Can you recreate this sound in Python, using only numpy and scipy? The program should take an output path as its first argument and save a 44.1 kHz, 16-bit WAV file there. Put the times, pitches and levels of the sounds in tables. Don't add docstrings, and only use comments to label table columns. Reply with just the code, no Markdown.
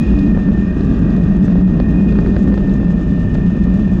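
import sys
import numpy as np
from scipy import signal
from scipy.fft import rfft, irfft
from scipy.io import wavfile
from scipy.ndimage import uniform_filter1d, minimum_filter1d

SR = 44100
rng = np.random.default_rng(int(sys.argv[2]) if len(sys.argv) > 2 else 0)


def put_to_file(sound):
    columns = np.atleast_2d(sound).T
    safe = np.clip(columns, -1, 1)
    whole_steps = np.round(safe * 32767)
    wavfile.write(sys.argv[1], SR, whole_steps.astype(np.int16))


N = 176400
TIME, FREQS = np.arange(N) / SR, np.arange(N // 2 + 1) * SR / N
WHEEL_TEETH, MOTOR_TEETH, POLE_PAIRS = 66, 15, 7
ROAD_GRAINS_PER_S, ROAD_SPREAD_DB = 2500, 3

# t/s, level/dB
DRUM_SWELL = [(0, -7.5), (.35, 0.5), (.75, -6.5), (1.1, -2.5), (1.55, 4), (2.0, -0.5), (2.3, 0.5),
              (2.55, -1.5), (3.0, -1), (3.3, -2.5), (3.55, 1), (4, -3.5)]
# f/Hz, level/dB
SAND_COLOUR = [(1500, -11), (3400, 6), (4400, -2.5), (6700, 1), (8500, -9), (9400, -15.5), (12000, -33),
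               (16000, -47)]


def undb(db):
    return 10 ** (np.asarray(db) / 20)


def unit(x):
    return x / np.sqrt(np.mean(x ** 2))


def curve(rows, column=1):
    rows = np.array(rows)
    return np.interp(TIME, rows[:, 0], rows[:, column])


def bell(at_s, width_s):
    return np.exp(-((TIME - at_s) / width_s) ** 2)


def colour(x, points):
    hz, db = np.array(points).T
    gain = unit(undb(np.interp(np.log(np.maximum(FREQS, 1)), np.log(hz), db)))
    cepstrum = irfft(np.log(gain), N)
    fold = 1 + np.sign(np.arange(N)) * np.sign(N / 2 - np.arange(N))
    return irfft(rfft(x) * np.exp(rfft(cepstrum * fold)), N)


def resonate(x, hz, width_hz):
    damping = 1j * FREQS * width_hz
    return irfft(rfft(x) * damping / (hz ** 2 - FREQS ** 2 + damping), N)


def ringing(hz, width_hz):
    offset_hz = ((np.arange(N) + N // 2) % N - N // 2) * SR / N
    shocks = rng.standard_normal(N) + 1j * rng.standard_normal(N)
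    swing = np.fft.ifft(shocks / (1 + 2j * offset_hz / width_hz) ** 2)
    phase = 2 * np.pi * np.cumsum(hz * np.ones(N)) / SR
    return unit(np.real(swing * np.exp(1j * phase)))


def walk(rate_hz):
    lowpass = np.exp(-.5 * (FREQS / rate_hz) ** 2) * (FREQS > 0)
    return unit(irfft(rfft(rng.standard_normal(N)) * lowpass, N))


def grains(per_s, spread_db):
    hits = (rng.random(N) < per_s / SR) * rng.choice([-1, 1], N)
    return unit(hits * undb(spread_db * np.minimum(rng.exponential(size=N), 5)))


def impacts(rows, spectrum, decay_s, crunch, gain_db, column=1):
    force = np.zeros(N)
    fade = np.exp(-TIME[:SR // 10] / decay_s)
    for row in rows:
        start = int(row[0] * SR)
        hit = crunch * rng.standard_normal(len(fade)) * fade
        hit[0] = 2
        force[start:start + len(hit)] += undb(row[column] + gain_db) * hit[:N - start]
    return colour(force, spectrum)


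def belt(teeth, side):
    # multiple of the tooth rate, first belt level/dB, second belt level/dB
    partials = [(1, -44.5, -49.5), (2, -60, -59.5), (3, -54.5, -60.5), (4, -69, -64), (5, -75.5, -67.5)]
    wobble_rad, flutter, roughness = .7, .14, .22
    phase = 2 * np.pi * teeth
    out = 0
    for multiple, *levels_db in partials:
        start = rng.uniform(0, 2 * np.pi, 3)
        wobble = wobble_rad * np.sin(phase / WHEEL_TEETH + start[0])
        swell = 1 + flutter * np.sin(phase / MOTOR_TEETH + start[1]) + roughness * walk(28)
        tone = np.sqrt(2) * np.sin(multiple * phase + wobble + start[2])
        out += undb(levels_db[side]) * swell * tone
    return out


def mounts(whine):
    # f/Hz, width/Hz, lift/dB, rasp/dB
    modes = [(1800, 80, 11, -51.5), (2486, 62, 11.5, -56)]
    # t/s, lower level/dB, upper level/dB
    mode_swell = [(0, 1, 7.5), (.25, 2.5, 6.5), (.4, 2, 0), (.55, 1.5, 1), (.7, 1.5, 4), (.85, -5, -1),
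                  (1.15, 1, 1.5), (1.5, -2, -6), (1.75, -2, 0), (1.87, 3, -3), (2.0, -2, 5), (2.12, -2, 6),
                  (2.27, -2, -1), (2.6, -4.5, -7), (3.0, -4, -2), (3.4, 0, 0), (4, -3, 0)]
    out = whine + undb(11) * resonate(whine, hz=2891, width_hz=50)
    for column, (hz, width_hz, lift_db, rasp_db) in enumerate(modes, 1):
        lift = undb(lift_db) * resonate(whine, hz, width_hz)
        rasp = undb(rasp_db) * ringing(hz, width_hz)
        out += undb(curve(mode_swell, column)) * (lift + rasp)
    return out


def motor(teeth):
    # t/s, level/dB
    hum_level = [(0, -34.5), (.12, -22), (.3, -18), (.45, -25.5), (.75, -31), (1.0, -25.5), (1.5, -31.5),
                 (1.95, -24), (2.4, -27.5), (4, -36)]
    phase = 2 * np.pi * teeth * POLE_PAIRS / MOTOR_TEETH
    swell = undb(curve(hum_level)) * (1 + .3 * walk(6.7))
    return swell * np.sin(phase + rng.uniform(0, 2 * np.pi))


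def tyre(turns):
    # multiple of the wheel turn, level/dB
    partials = [(4, -29.5), (6, -24.5), (10, -32.5), (16, -31), (19, -25.5), (20, -27.5), (21, -27),
                (22, -27), (24, -30.5)]
    shake = .85
    drumming = undb(curve(DRUM_SWELL))
    out = 0
    for multiple, db in partials:
        waver = (1 + shake * (walk(7) + 1j * walk(3.6))) / np.sqrt(.5 + shake ** 2)
        thrum = undb(db) * np.real(waver * np.exp(2j * np.pi * (multiple * turns + rng.random())))
        out += thrum * (drumming if multiple >= 16 else 1)
    return out


def road():
    # f/Hz, level/dB
    roar_colour = [(18, -22), (33, -9), (70, -3.5), (130, -2), (230, 2), (300, -6.5), (370, -9), (480, -20),
                   (620, -22), (800, -28.5), (1050, -32.5), (1200, -31), (1500, -37), (1800, -32.5),
                   (2050, -46), (2400, -52.5), (4000, -78), (16000, -125)]
    # t/s, level/dB
    coarseness = [(0, -20.5), (.38, -20.5), (.7, -23.5), (1.0, -20), (1.3, -21), (1.6, -21.5),
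                  (1.95, -20.5), (2.25, -20.5), (2.6, -21.5), (2.9, -22.5), (3.15, -23.5), (3.35, -23),
                  (4, -21.5)]
    roar = unit(colour(grains(ROAD_GRAINS_PER_S, ROAD_SPREAD_DB), roar_colour))
    return undb(curve(coarseness) + 6) * roar


def deck():
    # t/s, level/dB
    flex_swell = [(0, 1), (.55, 1), (1.15, 3.5), (1.7, -1.5), (2.3, 2), (2.8, -4), (3.2, -3.5), (3.55, -5),
                  (4, -1.5)]
    # t/s, f/Hz
    drum_pitch = [(0, 200), (.35, 199), (.65, 188), (.95, 175), (1.2, 177), (1.45, 186), (1.8, 182),
                  (2.1, 187), (2.5, 198), (2.85, 179), (3.25, 171), (3.5, 185), (3.9, 191), (4, 180)]
    flex = undb(curve(flex_swell) - 24.5) * ringing(hz=55, width_hz=24)
    drum = undb(curve(DRUM_SWELL) - 15) * ringing(curve(drum_pitch), width_hz=32.8)
    return flex + drum


def hiss(turns):
    # f/Hz, level/dB
    air_colour = [(1000, -8), (2250, -5.5), (2650, 9.5), (3050, -3), (3500, 1.5), (4400, -7.5), (5100, -6),
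                  (5800, -12), (6700, -10.5), (7600, -25.5), (8600, -25.5), (9300, -32.5), (12000, -48.5),
                  (16000, -69)]
    # t/s, level/dB
    hiss_swell = [(0, 5.5), (.25, 2.5), (.4, 0), (1.1, 1), (1.6, -0.5), (1.85, 0), (2.15, 1.5), (2.7, -1),
                  (3.3, 0), (4, 0)]
    swell_db = curve(hiss_swell) + 1.03 * walk(15) - .1 * np.sin(2 * np.pi * turns)
    sand = undb(-61.5 + 2.5 * walk(14)) * grains(per_s=2300, spread_db=4)
    air = undb(-50.5) * rng.standard_normal(N)
    return undb(swell_db) * (colour(air, air_colour) + colour(sand, SAND_COLOUR))


def sprays():
    # t/s, length/s, level/dB
    showers = [(.107, 0.045, -58), (0.242, 0.028, -56), (0.435, 0.009, -58), (.83, .04, -61),
               (1.242, 0.036, -54), (1.367, 0.011, -51), (1.445, 0.054, -52.5), (1.454, .01, -52),
               (1.909, 0.037, -55.5), (2.207, 0.012, -51), (2.39, .022, -51), (2.428, 0.042, -50.5),
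               (2.483, 0.017, -52.5), (2.552, 0.036, -54.5), (2.74, .011, -47), (2.92, 0.028, -54),
               (3.032, 0.018, -54), (3.205, .025, -54), (3.346, 0.015, -50), (3.47, .025, -56),
               (3.64, .01, -48.5), (3.9335, .01, -51.5)]
    swell = sum(undb(db) * bell(at_s, length_s / 2) for at_s, length_s, db in showers)
    return colour(swell * grains(per_s=8100, spread_db=2.5), SAND_COLOUR)


def chips():
    # t/s, level/dB
    strikes = [(.1895, -38), (.724, -48), (.8085, -44), (1.1044, -45.5), (1.1648, -45), (1.238, -44),
               (2.6948, -47), (3.014, -50), (3.3455, -50)]
    # f/Hz, level/dB
    tick_colour = [(1000, -27), (2800, -12), (3500, 6.5), (4800, 0.5), (5600, -9), (7000, -11.5),
                   (8700, -25.5), (11000, -34.5), (16000, -45)]
    return impacts(strikes, tick_colour, decay_s=.0042, crunch=.46, gain_db=6.5)


def stones():
    # t/s, thump level/dB, crack level/dB, snap level/dB
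    strikes = [(.3658, -22, -26, -42), (.3738, -13, -18, -38), (.4868, -16, -19, -35),
               (1.4817, -17, -17, -36), (1.5217, -20, -23, -40), (1.5558, -18, -25, -46),
               (1.8008, -9.5, -14, -25), (2.125, -23, -22, -31), (2.1553, -20, -19, -42),
               (2.1884, -12, -13, -32), (2.2625, -16, -14, -42), (2.2724, -22, -19, -29),
               (2.3654, -14, -11, -28), (2.4764, -16, -18, -41), (2.5243, -15, -18, -39),
               (2.5417, -18, -16, -31), (2.5781, -17, -14, -28), (2.684, -21, -23, -40),
               (2.7994, -23, -22, -42), (2.9934, -21, -27, -40), (3.349, -19, -23, -38),
               (3.3538, -16, -17, -32)]
    # f/Hz, level/dB
    thump_colour = [(150, -19), (380, -0.5), (520, 5.5), (750, -5), (1100, -10), (2200, -38.5),
                    (6000, -65.5), (16000, -94)]
    crack_colour = [(300, -5), (900, 3), (1400, 5), (1800, 4), (2200, -7), (2800, -10.5), (4800, -27),
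                    (5800, -39.5), (16000, -76)]
    snap_colour = [(1500, -14), (2600, 0), (3700, -1), (4900, -2), (5700, -24), (9000, -45), (16000, -70)]
    decay_s, crunch = .004, .11
    thumps = impacts(strikes, thump_colour, decay_s, crunch, gain_db=8.5, column=1)
    cracks = impacts(strikes, crack_colour, decay_s, crunch, gain_db=1, column=2)
    snaps = impacts(strikes, snap_colour, decay_s, crunch, gain_db=0, column=3)
    return thumps + cracks + snaps


def chatter(teeth):
    # multiple of the motor turn, level/dB
    partials = [(28, -51), (29, -48), (31, -55.5), (36, -61), (37, -54.5), (39, -51), (40, -50)]
    phase = 2 * np.pi * teeth / MOTOR_TEETH
    rub = sum(undb(db) * np.sin(k * phase + rng.uniform(0, 2 * np.pi)) for k, db in partials)
    return np.sqrt(2) * bell(at_s=.94, width_s=.4) * rub


def rough_patch():
    # f/Hz, level/dB
    shudder_colour = [(60, -31), (200, -15.5), (260, 4.5), (400, 0), (480, -13.5), (1000, -36.5),
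                      (4000, -70.5), (16000, -115)]
    shudder = colour(grains(ROAD_GRAINS_PER_S, ROAD_SPREAD_DB), shudder_colour)
    return undb(-22) * bell(at_s=2.32, width_s=.37) * shudder


def boom():
    return undb(-20.5) * bell(at_s=3.3, width_s=.13) * ringing(hz=97, width_hz=34)


def scene():
    # t/s, first f/Hz, second f/Hz
    tooth_rates = [(0, 624, 622), (.18, 617, 627), (.35, 607, 612), (.53, 596, 596), (.7, 618, 612),
                   (.95, 639, 613), (1.15, 628, 608), (1.45, 623, 605), (1.75, 615, 616), (2.05, 613, 621),
                   (2.3, 608, 615), (2.6, 603, 606), (3.0, 602, 596), (3.35, 606, 589), (3.7, 609, 598),
                   (4.0, 606, 594)]
    teeth = [np.cumsum(curve(tooth_rates, column)) / SR for column in (1, 2)]
    turns = [count / WHEEL_TEETH for count in teeth]
    whine = belt(teeth[0], side=0) + belt(teeth[1], side=1)
    drive = mounts(whine) + motor(teeth[0]) + motor(teeth[1]) + chatter(teeth[1])
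    rolling = tyre(turns[0]) + tyre(turns[1]) + road() + deck() + rough_patch() + boom()
    return (drive + rolling + hiss(turns[0]) + stones() + chips() + sprays())[None]


def record(dry):
    limit_db, hold_s, ahead_s, top_hz = -3.5, .01, .0022, 15700
    hold, ahead = int(hold_s * SR) + 1, int(ahead_s * SR) + 1
    allowed_gain = np.minimum(1, undb(limit_db) / (np.abs(dry) + 1e-9))
    held_gain = minimum_filter1d(allowed_gain, hold)
    smooth_gain = uniform_filter1d(uniform_filter1d(held_gain, hold), ahead)
    lowpass = signal.ellip(8, .2, 70, top_hz, fs=SR, output="sos")
    return signal.sosfilt(lowpass, dry * smooth_gain)


dry = scene()
out = record(dry)
put_to_file(out)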